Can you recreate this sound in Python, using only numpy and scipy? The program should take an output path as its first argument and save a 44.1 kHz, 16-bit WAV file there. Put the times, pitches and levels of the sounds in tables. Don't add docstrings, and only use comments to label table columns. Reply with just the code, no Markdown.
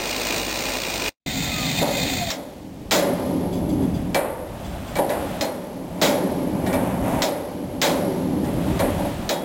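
import sys
import numpy as np
from scipy import signal
from scipy.fft import rfft, irfft
from scipy.io import wavfile

SR = 44100
rng = np.random.default_rng(int(sys.argv[2]) if len(sys.argv) > 2 else 0)


def store_wav(level_fs):
    pcm = np.round(np.clip(np.atleast_2d(level_fs), -1, 1) * 32767)
    wavfile.write(sys.argv[1], SR, pcm.T.astype(np.int16))


N = 416304
TIME = np.arange(N) / SR
HZ = np.maximum(np.fft.rfftfreq(N, 1 / SR), 1)
COAST_START_S = 1.2
# (frequency [Hz], width [Hz], lift [dB])
CONTAINER_RESONANCES = [(77.8, 18, 7.5), (96, 5.7, 4.5), (130, 4.4, 4), (159.7, 9.7, 4.5), (208, 8.4, -3),
                        (265, 17, 6), (305.3, 12, 5), (378.2, 6, 13.5), (569, 69, 4), (1056, 3, -3),
                        (2000, 42, 1.5)]


def cutting(turns_per_s=56, wander=0.0866, chatter_db=1.5, throb_db=3.0):
    # (time [s], level [dB])
    pressure = [(0.0, -28.5), (0.4, -26), (0.456, -31), (0.468, -28), (0.772, -27.5), (0.776, -30),
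                (1.08, -26.5)]
    # (frequency [Hz], level [dB])
    abrasion_colour = [(59, -32), (100, -6.5), (119, -10.5), (212, -2.5), (233, -4), (312, -1.5),
                       (378, -3.5), (612, -1), (1320, -12.5), (2100, -9), (2450, -6.5), (3090, -13.5),
                       (3890, -7.5), (8410, -15.5), (10000, -19.5), (13000, -52), (22000, -120)]
    # (frequency [Hz], width [Hz], lift [dB])
    wheel_resonances = [(2440, 130, 7), (2830, 160, 6), (3900, 350, 1), (6860, 360, 4.5), (8450, 220, 4)]
    # (frequency [Hz], level [dB])
    motor_lines = [(48.4, -44), (96.9, -50), (312, -49.5), (608, -49), (2428, -55), (2805, -57),
                   (3887, -52.5), (4011, -56), (4307, -62), (4867, -53), (8581, -47)]
    speed = turns_per_s * (1 + wander * drift(6.01))
    angle = 2 * np.pi * np.cumsum(speed) / SR
    steel = noise(abrasion_colour, wheel_resonances, ripple_db=1.5)
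    wall, grit = filtered(steel, 1060, "low"), filtered(steel, 1420, "high")
    throb = np.cos(angle) + 0.6 * np.cos(2 * angle)
    bite = rms_one(from_db(chatter_db * drift(320) + throb_db * throb))
    abrasion = from_db(np.interp(TIME, *np.transpose(pressure)) + 1.5) * (grit * bite - wall)
    clock = TIME + np.cumsum(0.0045 * drift(39.3)) / SR
    whine = sum(from_db(db) * np.sqrt(2) * np.sin(2 * np.pi * hz * clock + rng.uniform(0, 2 * np.pi))
                for hz, db in motor_lines)
    fade = np.interp(TIME, [1.15, COAST_START_S], [1, 0])
    return fade * (abrasion + whine * from_db(2.2 * drift(30) + 0.5))


def coasting(start_hz=1580, sag_hz_per_s=850, shakiest_hz=1016, teeth=14, roughness=0.42):
    # (frequency [Hz], level [dB])
    rattle_colour = [(300, -15), (700, 5), (1200, -10), (2100, 1), (3000, -3), (4000, 2.5), (5200, -7),
                     (6000, -6), (7200, -2.5), (8000, -9), (9000, -6.5), (10000, -16)]
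    crate_colour = [(40, -14), (100, -6), (170, 4), (280, 1), (370, -16), (600, -13)]
    # (frequency [Hz], width [Hz], lift [dB])
    housing_resonances = [(2070, 73, 6.5), (2485, 120, 9.5), (3635, 110, 11), (4170, 86, 0), (4260, 72, 10),
                          (4750, 90, 6), (6700, 82, 10), (6900, 76, 4), (7390, 120, 8), (8500, 120, 6.5)]
    whine_resonances = [(1240, 110, 11), (690, 98, 29)]
    whine_hz = np.maximum(start_hz - sag_hz_per_s * (TIME - COAST_START_S), 1)
    octaves_off = np.log2(whine_hz / shakiest_hz)
    mesh = 2 * np.pi * np.cumsum(whine_hz * (1 + 0.012 * drift(120))) / SR
    backlash = rms_one(from_db(drift(200) + 0.8 * drift(45.34) + 1.5 * np.sin(mesh / teeth)))
    housing = noise(rattle_colour, housing_resonances, ripple_db=2.3)
    rattle = from_db(-24.5 - 12.5 * octaves_off ** 2) * backlash * housing
    crate = from_db(-27 - 11 * octaves_off ** 2) * noise(crate_colour, CONTAINER_RESONANCES)
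    tone = (1 + roughness * drift(40)) * np.sin(mesh) + roughness * drift(70) * np.cos(mesh)
    tone = rms_one(tone) * np.sqrt(whine_hz / shakiest_hz)
    whine = irfft(rfft(tone) * from_db(-52.5 + lift_db(whine_resonances)), N)
    return (TIME > COAST_START_S) * (rattle + crate + whine)


def hammer():
    # (frequency [Hz], level [dB])
    clang_colour = [(500, 5), (1200, 3), (2200, 7.5), (3000, 1), (4000, 5), (5500, 2.5), (7200, 3.5),
                    (8500, -2.5), (10000, -49)]
    knock_colour = [(150, -4), (300, 5), (430, -9), (600, 1), (720, 1), (950, -4), (1200, -31), (3000, -43)]
    panel_colour = [(150, -12), (350, -5), (570, 1.5), (850, -4), (1250, -13.5), (2000, -13.5), (3000, -22),
                    (4000, -25), (6000, -38), (10000, -13.5)]
    boom_colour = [(30, -19), (70, -18.5), (130, -9.5), (200, 1), (290, -0.5), (430, -6), (600, -3.5),
                   (900, -9), (1300, -22), (3000, -24.5), (10000, -33)]
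    # (frequency [Hz], t60 [s])
    panel_decay = [(300, 0.66), (700, 0.81), (2000, 0.58), (8000, 0.46)]
    boom_decay = [(60, 3.7), (250, 2.25), (600, 1.57), (1500, 1.33), (8000, 1.2)]
    # (frequency [Hz], width [Hz], lift [dB])
    edge_resonances = [(1970, 91, 3), (3320, 390, 7.5), (3830, 90, 8.5), (4240, 110, 6), (5100, 61, 11),
                       (5340, 59, -6), (6900, 91, 7), (7550, 31, 10)]
    times, steel_db, knock_db, panel_db, boom_db, ping_hz = strikes()
    crack = ring(clicks_at(times, 17.5 + 1.29 * steel_db), hz=5000, t60=0.0011)
    clang = dying(times, steel_db, t60=0.17, rise_s=0.00024)
    crash = dying(times, 2 * boom_db + 8, t60=0.12, rise_s=0.021)
    buzz = rms_one(from_db(0.5 * drift(250)))
    edge = noise(clang_colour, edge_resonances, ripple_db=-1.5, ripple_hz=69)
    edge = edge * buzz * np.hypot(clang, crash)
    knock = hollow_tones(times, knock_db)
    knock = knock + noise(knock_colour) * dying(times, knock_db - 5, t60=0.23, rise_s=0.023)
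    panel = sheet_ring(times, panel_db, panel_colour, panel_decay, rise_s=0.039)
    boom = sheet_ring(times, boom_db, boom_colour, boom_decay, rise_s=0.015)
    ping = steel_ping(times, steel_db - 10.5, ping_hz)
    return crack + edge + ping + knock + panel + boom


def strikes(tap_ping_hz=1930, panel_over_boom_db=6):
    # (time [s], force [dB], dullness [0-1])
    light_taps = [(1.813, -9, 0.54), (4.146, -5.5, 0.06), (4.955, -17.5, 0.25), (4.985, -8, 0.78),
                  (5.093, -14.5, 0.29), (6.663, -14, 0.2), (6.728, -8.5, 0.4), (8.444, -20, 0.26),
                  (8.792, -13, 0.39), (8.978, -20, 0.84), (9.044, -24, 1)]
    # (time [s], force [dB], knock [dB re force], boom [dB re force], ping pitch [Hz])
    hard_blows = [(2.304, -1.5, -6.5, -16, 5500), (2.910, 5.5, -5, -1.5, 3720), (5.410, 2, 5, -9.5, 4560),
                  (6.015, 3, 13, 1, 3670), (7.220, 8.5, 2.5, -11.5, 4550), (7.816, 8, -11, -5, 3530),
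                  (9.292, 6.5, 2, -11.5, 3800)]
    # (steel, knock, panel, boom) [dB re force]
    clean, dull = np.array([(-8.5, -4, 1, -38), (-31.5, 4, -17, -10)])
    taps = [(s, *(db + clean + dullness * (dull - clean)), tap_ping_hz) for s, db, dullness in light_taps]
    blows = [(s, db, db + knock_db, db + boom_db + panel_over_boom_db, db + boom_db, ping_hz)
             for s, db, knock_db, boom_db, ping_hz in hard_blows]
    return np.transpose(taps + blows)


def steel_ping(times, levels_db, pitch_hz, fall_db_per_octave=33):
    # (frequency [Hz], level [dB], t60 [s])
    steel_modes = [(1680, 16, .2), (1879, 7, 0.36), (2076, -5, 0.2), (2290, 12, 0.18), (2320, 11.5, 0.25),
                   (3340, -3, 0.59), (3773, -11.5, 0.28), (3700, -7, 0.18), (4200, -8, 0.26),
                   (4260, 1, 0.1), (5580, 13.5, 0.072), (5460, 1, 0.14), (5750, -15, 0.2),
                   (6800, -13, 0.25), (6550, -16, 0.18), (7160, -5, 0.32)]
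    out = 0
    for hz, mode_db, t60 in steel_modes:
        octaves_off = np.abs(np.log2(hz / pitch_hz))
        strength_db = mode_db - fall_db_per_octave * octaves_off - 6 * rng.standard_normal(len(times))
        out = out + ring(clicks_at(times, levels_db + strength_db), hz, t60) * rng.choice([-1, 1])
    return out


def hollow_tones(times, knock_db):
    # (frequency [Hz], level [dB], t60 [s])
    corrugation_modes = [(544, -15, 0.55), (578.7, -5.5, 0.3), (649, -6.5, 0.2), (771, -20, 0.12),
                         (818, -14, 0.52), (964, -16, 0.24)]
    out = 0
    for hz, mode_db, t60 in corrugation_modes:
        arrivals = times + rng.uniform(0.00288, 0.02, len(times))
        strength_db = knock_db + mode_db - 0.5 * rng.standard_normal(len(times))
        out = out + ring(clicks_at(arrivals, strength_db), hz, t60)
    return out


def sheet_ring(times, levels_db, colour, decay, rise_s):
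    modes = rfft(noise(colour, CONTAINER_RESONANCES, ripple_db=2.36))
    centres_hz = np.geomspace(100, 6000, 6)
    out = 0
    for hz, share in zip(centres_hz, np.eye(len(centres_hz))):
        band = irfft(modes * np.interp(np.log(HZ), np.log(centres_hz), share), N)
        band_rise_s = rise_s * np.sqrt(centres_hz[0] / hz)
        out = out + band * dying(times, levels_db, at_hz(decay, hz), band_rise_s)
    return out


def chisel():
    # (time [s], level [dB])
    clinks = [(3.525, -31.5), (3.69, -38), (3.82, -45.5), (3.94, -43), (4.647, -42), (4.875, -43.5)]
    # (frequency [Hz], width [Hz], lift [dB])
    chisel_resonances = [(2160, 94, 10), (3410, 300, 15), (4770, 130, 16), (6240, 100, 15), (7520, 130, 14)]
    envelope = dying(*np.transpose(clinks), t60=0.28, rise_s=0.0042)
    return envelope * noise([(2200, 5), (8500, 2.5)], chisel_resonances)


def traffic(rumble_db=-34.5, tyre_db=-46.5, half_power_s=0.28):
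    # (time when nearest [s], engine level [dB], tyre level [dB])
    vehicles = [(3.8, -29.5, -42.5), (6.72, -31, -20.5), (8.7, -27.5, -32)]
    # (frequency [Hz], level [dB])
    rumble_colour = [(20, -10), (36, -19), (48, -6.5), (60, -6), (100, -8.5), (200, -10.5), (400, -24)]
    tyre_colour = [(80, -7.5), (200, 2), (420, -6.5), (650, 3), (950, -2.5), (1300, -14.5), (2500, -18.5),
                   (5000, -33), (10000, -25)]
    engine_gain = np.hypot(from_db(rumble_db), passing([(s, db) for s, db, _ in vehicles], half_power_s))
    tyre_gain = np.hypot(from_db(tyre_db), passing([(s, db) for s, _, db in vehicles], half_power_s))
    engines = engine_gain * noise(rumble_colour)
    tyres = tyre_gain * from_db(1.5 * drift(12)) * noise(tyre_colour, CONTAINER_RESONANCES)
    return engines + tyres


def far_hiss():
    # (time [s], level [dB])
    swells = [(5.3, -41), (8.75, -38)]
    colour = [(1200, 3), (2200, -3.5), (3300, -3), (4500, -10), (6500, -13), (8200, -11), (10000, -8.5)]
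    return passing(swells, half_power_s=0.5) * noise(colour)


def passing(rows, half_power_s):
    return np.sqrt(sum(from_db(2 * db) / (1 + ((TIME - s) / half_power_s) ** 2) for s, db in rows))


def dying(times, levels_db, t60, rise_s):
    keep, spread = 10 ** (-6 / (t60 * SR)), np.exp(-1 / (rise_s * SR))
    energy = signal.lfilter([1], [1, -keep], clicks_at(times, 2 * levels_db) + 1e-18)
    return np.sqrt(signal.lfilter([1 - spread], [1, -spread], energy))


def ring(clicks, hz, t60):
    r, w = np.exp(-np.log(1000) / (t60 * SR)), 2 * np.pi * hz / SR
    return signal.lfilter([np.sin(w)], [1, -2 * r * np.cos(w), r * r], clicks + 1e-18)


def clicks_at(times, levels_db):
    clicks = np.zeros(N)
    clicks[np.round(times * SR).astype(int)] = from_db(levels_db)
    return clicks


def noise(colour, resonances=(), ripple_db=0.0, ripple_hz=22):
    outside = np.maximum(HZ / colour[-1][0], 1) * np.maximum(colour[0][0] / HZ, 1)
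    ripple = np.interp(HZ / ripple_hz, np.arange(4000), rng.standard_normal(4000))
    level_db = at_hz(colour, HZ) + lift_db(resonances) + ripple_db * ripple
    gain = from_db(level_db) / outside ** 4
    return rms_one(irfft(rfft(rng.standard_normal(N)) * gain, N))


def lift_db(resonances):
    return sum(lift / (1 + (2 * (HZ - hz) / width) ** 2) for hz, width, lift in resonances)


def drift(rate):
    steps = rng.standard_normal(N // 10)
    return rms_one(np.interp(TIME * rate, np.arange(len(steps)), steps))


def filtered(x, edges_hz, kind, order=2):
    return signal.sosfilt(signal.butter(order, edges_hz, kind, fs=SR, output="sos"), x + 1e-18)


def at_hz(points, hz):
    points_hz, values = np.transpose(points)
    return np.interp(np.log(hz), np.log(points_hz), values)


def from_db(db):
    return 10 ** (np.asarray(db) / 20)


def rms_one(x):
    return x / np.sqrt(np.mean(x ** 2) + 1e-20)


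def gain_control(x, ceiling=0.34, release_db_per_s=29.5):
    over_db = np.maximum(20 * np.log10(np.abs(x) / ceiling + 1e-9), 0)
    climb_db = release_db_per_s * TIME
    duck_db = np.maximum.accumulate(over_db + climb_db) - climb_db
    return x * from_db(-duck_db)


def scene():
    surroundings = (traffic() + far_hiss()) * from_db(-17 * (TIME < COAST_START_S))
    return (cutting() + coasting() + hammer() + chisel() + surroundings)[None]


def record(dry, overload=7.1, hiss_db=-55, mirror_db=-19, cutoff_hz=15900):
    x = gain_control(overload * np.tanh(dry[0] / overload))
    x = x + from_db(hiss_db) * noise([(200, -29), (2000, 1.5), (9500, -4.5)])
    x = filtered(x, 9400, "low", order=8)
    carrier = np.sqrt(2) * np.cos(np.pi * np.arange(N) / 2)
    mirror = from_db(mirror_db) * filtered(x, [430, 1000], "band") * carrier
    held = np.repeat(x[::2], 2)[:N]
    fade = from_db(np.interp(TIME, [1.091, 1.1, 1.16, 1.259, 1.263], [0, -22, -70, -70, 0]))
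    lowpass = signal.ellip(10, 0.3, 80, cutoff_hz, fs=SR, output="sos")
    return signal.sosfilt(lowpass, (held + mirror) * fade)[None]


dry = scene()
out = record(dry)
store_wav(out)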